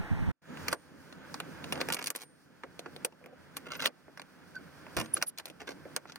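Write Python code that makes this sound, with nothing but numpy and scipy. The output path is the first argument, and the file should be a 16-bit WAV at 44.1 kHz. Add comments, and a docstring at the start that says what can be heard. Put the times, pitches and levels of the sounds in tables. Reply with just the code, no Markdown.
"""A combination padlock is twisted and drawn out of a steel hasp on a wooden shed door, heard close up.
Steel clicks and scrapes on steel, the boards knock along, and the lock rings thinly as it swings free.
The hasp is pulled open with a few stick-slip squeaks, and the door thuds as it is tugged.
A short gust buffets the microphone first; soft outdoor air and handling rumble lie under the rest."""
import sys
import numpy as np
from scipy import signal
from scipy.fft import rfft, irfft, next_fast_len
from scipy.io import wavfile
from scipy.ndimage import uniform_filter1d, map_coordinates

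SR = 44100
rng = np.random.default_rng(int(sys.argv[2]) if len(sys.argv) > 2 else 0)


def store_pcm(level_fs):
    """Save levels as 16-bit WAV."""
    pcm = np.round(np.clip(level_fs, -1, 1) * 32767).astype(np.int16)
    wavfile.write(sys.argv[1], SR, np.atleast_2d(pcm).T)


N = 272538

# Steel striking steel. Each row: start in seconds, level in dB, brightness in dB, then door knock and
# shackle clank in dB over the level.
CLICKS = [(0.572, -54, -3, -2, 3), (0.6832, -31.5, 1.5, -7.5, 0), (0.7277, -31.5, -0.5, -6, -4.5),
          (0.7298, -37, 8.5, -7, -0.5), (1.126, -56.5, -3.5, 3, 5), (1.3423, -44.5, -1, -8, 5),
          (1.4014, -41.5, 2.5, -6, 3), (1.642, -51, 2, -3, 9), (1.7236, -33, 0.5, -5, 0),
          (1.729, -40, 3.5, -3, -1), (1.7557, -49.5, -6, -13, 3), (1.776, -50.5, -4.5, -7, -2),
          (1.804, -44, -3, 6, 3), (1.8107, -39.5, 0, -3.5, 3), (1.814, -37.5, -0.5, -6, 4.5),
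          (1.887, -35, 1.5, -0.5, -5), (1.9018, -36.5, -3.5, -12, -3.5), (1.9234, -32, 3, -13, -3),
          (1.927, -39, 7.5, -22, 3), (1.936, -40, 6, -13, 5), (1.945, -35.5, 9, -10, -1),
          (1.968, -45, -3, -9, -1), (1.991, -43, 2, -10, -0.5), (2.026, -45, 4, -13, 1.5),
          (2.042, -39.5, 7, -12, 0), (2.06, -43, 7, -16, -1), (2.071, -35.5, 9.5, -35, 1.5),
          (2.078, -42.5, 2, -24, -5), (2.1034, -33.5, 7, -13.5, -5.5), (2.151, -44, 0, -3.5, -2),
          (2.157, -48, 2, -12, -6), (2.16, -41, 11, -6.5, -2), (2.1906, -59, -2, -14, -6),
          (2.218, -52, 9, -5, 1), (2.635, -57.5, -6, -3, 3), (2.793, -49.5, 4.5, -7, 6.5),
          (2.86, -59, -8.5, -10, 2), (2.9629, -54, 2, 5.5, 7), (3.0486, -30.5, 6.5, -4.5, -3),
          (3.123, -65, -6, 7, -3), (3.241, -61.5, -5, 3, -9), (3.26, -54, 0, 3, -6),
          (3.568, -36.5, 5, -12, -2.5), (3.667, -54.5, -6, 7, -2), (3.704, -55, -5.5, -1, -1),
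          (3.719, -47.5, -2, -15, 6), (3.744, -50.5, -1.5, 0, -3), (3.753, -51.5, -2.5, -0.5, 0),
          (3.803, -44, -2, -11, 5), (3.823, -50.5, -4, -10, 5), (3.8547, -34.5, -2.5, -10, 0),
          (3.8585, -29.5, 2.5, -6.5, 6), (3.868, -37, 0.5, -7, 4), (3.8737, -41.5, 2, -8, 4.5),
          (4.1742, -50.5, -4, -8, -2.5), (4.1962, -48.5, -4, -6, 1.5), (4.2175, -51, 0, -6, -1),
          (4.555, -59.5, 5.5, -15, 5), (4.866, -59, -7.5, 10, -8), (4.967, -36.5, 3.5, 2.5, 0.5),
          (4.972, -40.5, 6.5, -12, 0), (4.987, -41.5, -0.5, 1, 1), (4.999, -40.5, 6, -5, -5),
          (5.013, -44, 0, -2, -1.5), (5.0595, -55.5, -2, -4, 4), (5.169, -42.5, -5.5, -3, 4),
          (5.2253, -31, 5, -11.5, 1.5), (5.3768, -57, 1.5, -9, 9), (5.3849, -44, 7.5, -13, 3.5),
          (5.399, -53, 3, -9, 2), (5.4563, -46.5, 8, -5.5, 5.5), (5.484, -60.5, 11, -14, 0),
          (5.5, -54, 3, 5, 3), (5.677, -49, -8, 2, 3), (5.9636, -32, 5.5, -7.5, 0),
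          (6.121, -57, 0.5, -5, 7.5), (6.158, -46.5, 1.5, -17.5, 0.5)]
# What a blow sets ringing: door, hasp plate, shackle, tick. Each row: low and high edge in Hz, t60 in
# seconds, then snap, after-ring and the after-ring's stereo spread in dB.
PARTS = [(258, 760, 0.099, 1.5, 3.5, 6), (780, 2420, 0.069, 1, -2.5, -2.5),
         (2520, 6420, 0.038, 0, -2.5, 14), (6500, 14000, 0.035, 1, 2, 1)]
# Modes of lock, hasp and door together. Each row: pitch in Hz, level in dB, t60 in seconds.
BODY_MODES = [(505, 3.5, 0.052), (578, -3.5, 0.082), (725, -6.5, 0.026), (920, -5, 0.038),
              (1160, 1.5, 0.04), (1444, 1.5, 0.049), (1656, -2.5, 0.026), (2220, -6, 0.022),
              (2400, -2, 0.015), (2630, 0, 0.017), (2858, 11, 0.022), (3430, 9, 0.0029),
              (4284, 16.5, 0.013), (4680, 2.5, 0.014), (5800, -8.5, 0.02), (8060, -2, 0.0012),
              (9680, -5.5, 0.015), (10500, -9, 0.04), (13600, -18.5, .035)]
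# Hard blows on the hasp. Each row: start in seconds, pitch in Hz, level in dB, t60 in seconds.
CLANGS = [(0.6828, 1210, -31, 0.029), (.7278, 586, -24.5, 0.026), (.7278, 2680, -25, .011),
          (.7278, 1150, -22.5, 0.01), (3.0473, 8700, -13, 0.0042), (3.0485, 490, -39, .04),
          (3.8586, 1890, -20.5, 0.013), (5.168, 1570, -27.5, 0.022), (5.2257, 1460, -22, 0.02),
          (5.2255, 5940, -15.5, 0.0065), (5.9637, 1630, -35, .025)]
# The lock bumping the door. Each row: start in seconds, boards in dB, hasp plate in dB.
KNOCKS = [(0.7278, -41, -33.5), (1.343, -59, -45), (1.4016, -50, -40.5), (1.643, -49, -52),
          (1.8134, -36, -39), (2.6355, -44, -41), (2.793, -43.5, -70), (2.8594, -42.5, -43),
          (3.874, -46.5, -50), (4.081, -50.5, -59), (4.97, -34, -33), (5.229, -46.5, -39),
          (5.397, -56, -47.5), (5.853, -41.5, -54), (6.055, -54, -49.5)]
# Gritty stretches. 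Those at 0.662 and 5.212 s are brief swells of gritty noise just before a hard click;
# the rest are steel scrapes. Each row: start and end in seconds, level in dB, brightness in dB, then door
# knock and shackle clank in dB over the level.
GRIT = [(0.662, 0.684, -51, -5, -8, -2), (0.69, 0.752, -52, 4, -12, -1), (1.72, 1.82, -60, -1.5, 14.5, -2),
        (1.885, 2.035, -52.5, -5, -1, -1), (2.056, 2.088, -48, 3, -12, 3), (2.14, 2.245, -54.5, 3, -4.5, 1),
        (3.19, 3.36, -82.5, -2, 23.5, -14), (3.563, 3.58, -46.5, 2.5, -18, -3.5),
        (3.715, 3.76, -57, -3, 2, 6), (3.8, 3.868, -44.5, 0.5, -6, 3.5),
        (4.964, 5.022, -39.5, -1, -5, -2.5), (5.02, 5.055, -55, 0, -1, -4), (5.125, 5.19, -52.5, 5.5, 2, 0),
        (5.212, 5.226, -45, -3, -3, -5), (5.264, 5.302, -59.5, 9, -22, 1.5), (5.38, 5.407, -52.5, 0, -8, 3),
        (5.45, 5.52, -61.5, -1.5, 1, -0.5), (5.598, 5.635, -54.5, -4.5, 5, -1.5),
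        (5.666, 5.73, -52, -1, 4.5, 1.5), (6.07, 6.11, -61, -7, -3, 4)]
# The shackle grinding through the staple. Each row: start and end in seconds, first and last level in dB.
GRINDS = [(3.654, 3.695, -49, -52), (3.7, 3.774, -44.5, -47.5), (3.789, 3.851, -39.5, -39.5)]
# The resonances of that grind. Each row: pitch in Hz, width in Hz, level in dB.
GRIND_MODES = [(598, 41, -2), (1150, 45, -5.5), (1473, 70, 3), (2084, 35, -1.5), (2750, 100, 2)]
# The lock left ringing freely. Each row: start in seconds, level in dB.
CHIMES = [(.728, -61), (1.724, -58), (2.225, -58), (4.995, -54)]
# The lock's lightly damped high modes. Each row: pitch in Hz, level in dB, t60 in seconds.
CHIME_MODES = [(8952, 0, .48), (10680, 4, .12), (13200, 0, .07)]
# Dry squeaks. Each row: start and length in seconds, first and last pitch in Hz, level in dB,
# roughness from 0 to 1.
SQUEAKS = [(3.699, 0.041, 1397, 1304, -42, 0.77), (3.757, 0.028, 13400, 13200, -49, 0.4),
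           (3.794, 0.022, 1500, 1580, -37, 0.5), (4.541, 0.054, 1560, 1478, -38.5, 0.35),
           (5.135, 0.014, 10160, 10500, -19, 0.3), (5.142, 0.021, 10460, 10200, -40, 0.2),
           (5.258, 0.049, 11100, 10950, -32, 0.62)]
# The door hitting its frame. Each row: start in seconds, level in dB, t60 in seconds, push pitch in Hz.
THUDS = [(4.964, -31, 0.12, 73.3), (4.979, -23.5, 0.065, 160), (5.012, -36.5, 0.13, 215)]
# The door's low hum. Each row: pitch in Hz, level in dB.
PANEL_MODES = [(113, -22), (145, -22), (226, -15.5), (318, -14)]

# The envelope of the buffeting. Each row: time in seconds, level in dB.
GUST_ENVELOPE = [(0, -21), (.025, -39), (.095, -39), (.125, -28), (.155, -32.5), (.185, -29.5),
                 (.212, -21.5), (.25, -34), (.287, -25), (.31, -34)]
# Tone curves of the gust and the background bed. Each row: frequency in Hz, relative density in dB.
BUFFET_EQ = [(20, -8), (40, -10), (70, 1), (120, -3), (170, -4), (260, -12), (420, -27.5), (900, -67)]
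WASH_EQ = [(100, -3), (300, -2.5), (550, -6), (850, -0.5), (1200, -5.5), (1750, -2.5), (2500, -12),
           (4000, -23.5), (7000, -29.5), (15000, -36)]
RUMBLE_EQ = [(20, -22), (40, -10.5), (60, -11.5), (85, 3.5), (110, -7.5), (160, -20.5), (400, -68)]
LOW_AIR_EQ = [(60, -34.5), (110, -16.5), (145, 0), (178, 0), (212, -6), (262, 0.5), (330, -5), (410, -9.5),
              (520, -8.5), (750, -28.5), (1500, -75.5)]
MID_AIR_EQ = [(250, -64), (500, 0), (750, -1.5), (900, 0.5), (1150, -2), (1550, 2.5), (1900, -4),
              (2500, -8.5), (3400, -12), (5000, -23), (9000, -88.5)]
HISS_EQ = [(2000, -65), (3600, 1), (4500, 6), (5300, 5.5), (6400, 1), (6680, -5.5), (6950, 0.5), (9200, -1),
           (11400, -1.5), (16000, -7)]
# How alike the bed is left and right. Each row: frequency in Hz, coherence from 0 to 1.
BED_COHERENCE = [(60, 0.93), (250, 0.71), (700, 0.52), (900, 0.13), (1150, 0.5), (1500, 1), (2200, 0.62),
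                 (2750, 0.14), (3600, 1), (4600, 0.095), (15000, 0.87)]
# The bed rising out of the hush. Each row: time in seconds, gain in dB.
BED_FADE_IN = [(.42, -19.5), (.5, -4.5), (.6, 1)]
# The bed ducks after the hardest clicks. Each row: start in seconds, low point in dB, recovery in dB
# per second.
BED_DIPS = [(.745, -66, 16), (1.949, -61, 9.5), (2.111, -73, 16), (3.055, -70, 18.5), (3.875, -68.5, 11),
            (5.03, -59, 11), (5.228, -70.5, 18), (5.968, -65.5, 14)]
# Phase between the two microphone ports. Each row: frequency in Hz, left minus right in radians.
PORT_PHASE = [(60, 1.84), (200, 0.98), (450, 0.87), (1000, 0.5), (2000, -0.5), (2400, -0.18), (2800, 2.5),
              (3600, 2), (4200, 3.5), (4900, -0.26), (6200, -0.04), (7250, -3), (8300, -1.5), (9000, -0.7),
              (10200, 1.11), (11400, 3), (12600, 5.5), (13600, 8), (15500, 6.5)]
# Each port favours its own frequencies. 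Each row: frequency in Hz, left minus right in dB.
PORT_BALANCE = [(1500, -0.5), (2600, -0.5), (3500, -0.5), (4400, 5.5), (5300, -1.5), (6300, 1.5),
                (8000, -0.5), (10500, -1), (13500, 2)]

TOP_HZ = 16300


def clicks(blow=3.5, chatter_s=0.00064, halving_db=3.5):
    """Steel hits steel: a sharp blow, then the faces chatter; duller clicks are longer and grittier."""
    rows, t, out = np.array(CLICKS), np.arange(SR // 40) / SR, np.zeros((2, N))
    bright_db = rows[:, 2:3]
    decay_s = chatter_s * .5 ** (bright_db / halving_db)
    chatter = rng.standard_normal((len(rows), len(t))) * np.exp(-t / decay_s)
    chatter[:, 0] = blow
    for part, response in enumerate(part_responses(len(rows), ring_db=3.5)):
        hits = unit_energy(signal.fftconvolve(chatter[:, None], response, axes=-1)) * np.sqrt(SR // 100)
        for (s, *stroke), hit in zip(rows, hits):
            add(out, s, amp(part_levels(*stroke)[part]) * hit)
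    return out


def part_responses(count, ring_db):
    """Each part answers count blows in stereo: a direct snap, ringing modes and a diffuse after-ring."""
    t = np.arange(SR // 9) / SR
    hz, db, t60 = np.transpose(BODY_MODES)
    modes = unit_energy(np.sin(2 * np.pi * hz[:, None] * t) * amp(-60 * t / t60[:, None]))
    # every blow lands elsewhere and so wakes the modes in new proportions
    weights = amp(db + 3.5 * rng.standard_normal((count, len(hz))))
    ringing = (weights * rng.choice([-1, 1], weights.shape)) @ modes
    impulse = 1. * (t == 0)
    for low_hz, high_hz, after_t60, snap_db, after_db, spread_db in PARTS:
        centre = rng.standard_normal((count, 1, len(t)))
        sides = amp(spread_db) * rng.standard_normal((count, 2, len(t)))
        tail = (centre + sides) * amp(-60 * t / after_t60) * (1 - np.exp(-t / 0.00018))
        snap, ring, after = (unit_energy(band(x, low_hz, high_hz))
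                             for x in (impulse, ringing[:, None], tail))
        yield amp(snap_db) * snap + amp(ring_db) * ring + amp(after_db) * after


def part_levels(level_db, bright_db, door_db, clank_db, tick_db=-7):
    """The mix of door, plate, shackle and tick in dB: brightness tilts it from the plate to the tick."""
    return level_db + np.array([door_db, -bright_db, clank_db, tick_db + bright_db])


def clangs(attack_s=.0002):
    """A hard blow makes one mode of the hasp stand out, its pitch set by where the blow lands."""
    out, t = np.zeros(N), seconds(.08)
    attack = 1 - np.exp(-t / attack_s)
    for s, hz, db, t60 in CLANGS:
        add(out, s, amp(db - 60 * t / t60) * np.sin(2 * np.pi * hz * t) * attack)
    return out


def knocks(boards_t60=0.098, plate_t60=.04, spread_db=-7, push=6.9):
    """A cushioned bump with no click: a hollow knock from the boards, a short dull one from the plate."""
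    out, t = np.zeros((2, N)), seconds(0.13)
    boards_hz, plate_hz = (267, 676), (645, 1960)
    for s, boards_db, plate_db in KNOCKS:
        for db, t60, edges in ((boards_db, boards_t60, boards_hz), (plate_db, plate_t60, plate_hz)):
            noise = rng.standard_normal(len(t)) + amp(spread_db) * rng.standard_normal((2, len(t)))
            bump = noise * amp(-60 * t / t60) + push * (t == 0)
            add(out, s, amp(db) * np.sqrt(SR // 100) * unit_energy(band(bump, *edges)))
    return out


def grit(grains_per_s=500, noise_db=-13):
    """Tiny grains ring the same parts as a click: scrapes, and brief gritty swells before hard clicks."""
    out = np.zeros((2, N))
    responses = list(part_responses(len(GRIT), ring_db=-2.0))
    for k, (start, end, *stroke) in enumerate(GRIT):
        size = max(int((end - start) * SR), SR // 100)
        grains = unit((rng.random(size) < grains_per_s / SR) * rng.standard_normal(size))
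        noise = amp(noise_db) * rng.standard_normal(size)
        drive = (grains + noise) * amp(2.6 * wobble(122, size)) * signal.windows.tukey(size, .3)
        for db, response in zip(part_levels(*stroke), responses):
            texture = unit_energy(signal.fftconvolve(drive[None], response[k], axes=-1))
            add(out, start, amp(db) * np.sqrt(size) * texture)
    return out


def grinds(slips_per_s=450, drift=0.023):
    """Uneven slips of the shackle ring a few resonances, which wander as the point of contact moves."""
    out, t = np.zeros(N), seconds(0.046)
    modes = [(db, np.cos(2 * np.pi * hz * t) * np.exp(-np.pi * width * t))
             for hz, width, db in GRIND_MODES]
    for start, end, first_db, last_db in GRINDS:
        size = int((end - start) * SR)
        slips = (rng.random(size) < slips_per_s / SR) * rng.uniform(-0.95, 1, size)
        rasp = sum(amp(db) * unit(signal.fftconvolve(slips, mode)[:size]) for db, mode in modes)
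        speed = 1 + drift * wobble(35, size)
        wandering = np.interp(np.cumsum(speed), np.arange(size), rasp)
        envelope = amp(np.linspace(first_db, last_db, size)) * signal.windows.tukey(size, .25)
        add(out, start, unit(wandering) * envelope)
    return out


def chimes():
    """The high modes of the lock sing on after it is let go."""
    out, t = np.zeros(N), seconds(.5)
    ring = sum(amp(db - 60 * t / t60) * np.sin(2 * np.pi * hz * t) for hz, db, t60 in CHIME_MODES)
    for s, db in CHIMES:
        add(out, s, amp(db) * ring)
    return out


def squeaks(third_db=-18):
    """Stick-slip grabs one mode: the pitch slides and trembles, and low squeaks carry a third harmonic."""
    out = np.zeros(N)
    for s, length, start_hz, end_hz, db, rough in SQUEAKS:
        size = int(length * SR)
        hz = np.linspace(start_hz, end_hz, size) * (1 + .025 * rough * wobble(770, size))
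        swell = np.hanning(size) * amp(db + 4.8 * rough * wobble(230, size))
        phase = 2 * np.pi * np.cumsum(hz) / SR
        third = np.sin(3 * phase) * (3 * start_hz < TOP_HZ)
        add(out, s, swell * (np.sin(phase) + amp(third_db) * third))
    return out


def thuds(panel_t60=0.35, wood_db=-2, attack_s=0.0053):
    """The door lurches in its frame with a low push and a woody boom, then its panel modes hum on."""
    out, t = np.zeros((2, N)), seconds(0.49)
    for s, db, t60, push_hz in THUDS:
        wood = unit(band(rng.standard_normal((2, len(t))), 60, 380, order=2))
        boom = (np.sin(2 * np.pi * push_hz * t) + amp(wood_db) * wood) * amp(-60 * t / t60)
        panel = sum(amp(mode_db - 60 * t / panel_t60) * np.sin(2 * np.pi * (hz * t + rng.random()))
                    for hz, mode_db in PANEL_MODES)
        add(out, s, amp(db) * (boom + panel) * (1 - np.exp(-t / attack_s)))
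    return out


def gust(lag_s=0.0004, lumps_db=5.0, wash_db=-44.5):
    """Wind pushes the two microphone ports in opposite senses, over an outdoor wash from the right."""
    def from_right(hz):
        # the path difference shows only above the midrange
        return np.exp(1j * np.pi * lag_s * np.outer([-1, 1], np.maximum(hz - 1150, 0)))
    push = rng.standard_normal(N) * [[-.92], [1.08]] + 0.16 * rng.standard_normal((2, N))
    wind = filtered(push, lambda hz: amp(along(BUFFET_EQ, hz)))
    buffet = unit(wind * amp(lumps_db * wobble(42, N)))
    outdoors = rng.standard_normal(N) + 0.44 * rng.standard_normal((2, N))
    wash = unit(filtered(outdoors, lambda hz: amp(along(WASH_EQ, hz)) * from_right(hz)))
    return amp(automation(GUST_ENVELOPE)) * buffet + amp(wash_db) * wash


def bed(hiss_db=-11.5, hiss_floor_db=-89):
    """Handling rumble, outdoor air, a whine and hiss ride one fader; a trace of hiss never ducks."""
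    fader = amp(bed_fader_db())
    body = (whine()
            + amp(-9.5) * air(RUMBLE_EQ, flutter_db=1.5)
            + amp(2.5) * air(LOW_AIR_EQ, flutter_db=2.0)
            + amp(-0.5) * air(MID_AIR_EQ, flutter_db=0.74))
    hiss = air(HISS_EQ, flutter_db=2.5)
    return fader * body + (fader * amp(hiss_db) + amp(hiss_floor_db)) * hiss


def bed_fader_db(resting_db=-49.0):
    """The bed drops at each dip and creeps back at a steady rate; the fade-in gain goes on top."""
    t, db = np.arange(N) / SR, np.full(N, resting_db)
    for s, low_db, recover_db_per_s in BED_DIPS:
        db = np.where(t < s, db, np.minimum(low_db + recover_db_per_s * (t - s), resting_db))
    return uniform_filter1d(db, SR // 50) + automation(BED_FADE_IN)


def air(eq, flutter_db):
    """Coloured mid and side noise with a fluttering level; its stereo width varies with frequency."""
    def colour(hz):
        width = np.arccos(np.clip(along(BED_COHERENCE, hz), 0, 1)) / 2
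        return amp(along(eq, hz)) * [np.cos(width), np.sin(width)]
    mid, side = filtered(rng.standard_normal((2, N)), colour)
    return np.array([mid + side, mid - side]) / np.std(mid) * amp(flutter_db * wobble(14, N))


def whine(centre_hz=6650, width_hz=220, mix_db=-17.5, fade_db_per_s=1.5):
    """A faint, narrow band of noise that slowly dies away."""
    tone = filtered(rng.standard_normal(N), lambda hz: 1 / (1 + (2 * (hz - centre_hz) / width_hz) ** 2))
    return amp(mix_db - fade_db_per_s * np.arange(N) / SR) * unit(tone)


def at_ports(x):
    """Sound reaches the two microphone ports out of step and unequally loud, varying with frequency."""
    def response(hz):
        phase = np.outer([.5, -.5], along(PORT_PHASE, hz))
        balance_db = np.outer([.5, -.5], along(PORT_BALANCE, hz))
        return np.exp(1j * phase) * amp(balance_db)
    return filtered(x, response)


def amp(db):
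    """Decibels to gain."""
    return 10 ** (np.asarray(db) / 20)


def unit(x):
    """x at rms 1."""
    return x / np.sqrt(np.mean(x ** 2) + 1e-20)


def unit_energy(x):
    """x with energy 1 in each channel."""
    return x / np.sqrt(np.sum(x ** 2, axis=-1, keepdims=True) + 1e-20)


def along(points, hz):
    """A curve through (Hz, value) points on a log frequency axis."""
    point_hz, values = np.transpose(points)
    return np.interp(np.log(hz + 1), np.log(point_hz + 1), values)


def automation(points):
    """Straight ramps through (seconds, value) points, one value a sample."""
    return np.interp(np.arange(N) / SR, *np.transpose(points))


def seconds(length):
    """Sample times over a length."""
    return np.arange(int(length * SR)) / SR


def wobble(rate, size):
    """A smooth random curve, rate knots a second."""
    knots = rng.standard_normal(int(size * rate / SR) + 4)
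    return map_coordinates(knots, [np.arange(size) * rate / SR])


def filtered(x, response):
    """x through a complex frequency response."""
    size = next_fast_len(N + SR // 4)
    return irfft(rfft(x, size) * response(np.fft.rfftfreq(size, 1 / SR)), size)[..., :N]


def band(x, low_hz, high_hz, order=3):
    """Causal band-pass."""
    return signal.sosfilt(signal.butter(order, [low_hz, high_hz], "band", fs=SR, output="sos"), x)


def add(track, s, sound):
    """Mix a sound into a track at s seconds."""
    start = max(round(s * SR), 0)
    track[..., start:start + sound.shape[-1]] += sound[..., :max(N - start, 0)]


def scene(hush_from_s=0.3163, hush_to_s=0.4194, hush_db=-28, pan_db=0.7):
    """The gust ends and the scene changes: after a brief dip in level, lock, hasp and door play over the bed, a
    little to the right."""
    t = np.arange(N) / SR
    gust_gate = uniform_filter1d(1. 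* (t < hush_from_s), SR // 150)
    bed_gate = np.maximum(uniform_filter1d(1. * (t > hush_to_s), SR // 150), amp(hush_db))
    hardware = clicks() + clangs() + knocks() + grit() + grinds() + chimes() + squeaks() + thuds()
    mix = gust_gate * gust() + at_ports(hardware + bed_gate * bed())
    return mix * amp([[-pan_db], [pan_db]])


def record(dry):
    """A brick-wall low-pass takes off the very top."""
    return filtered(dry, lambda hz: hz < TOP_HZ)


dry = scene()
out = record(dry)
store_pcm(out)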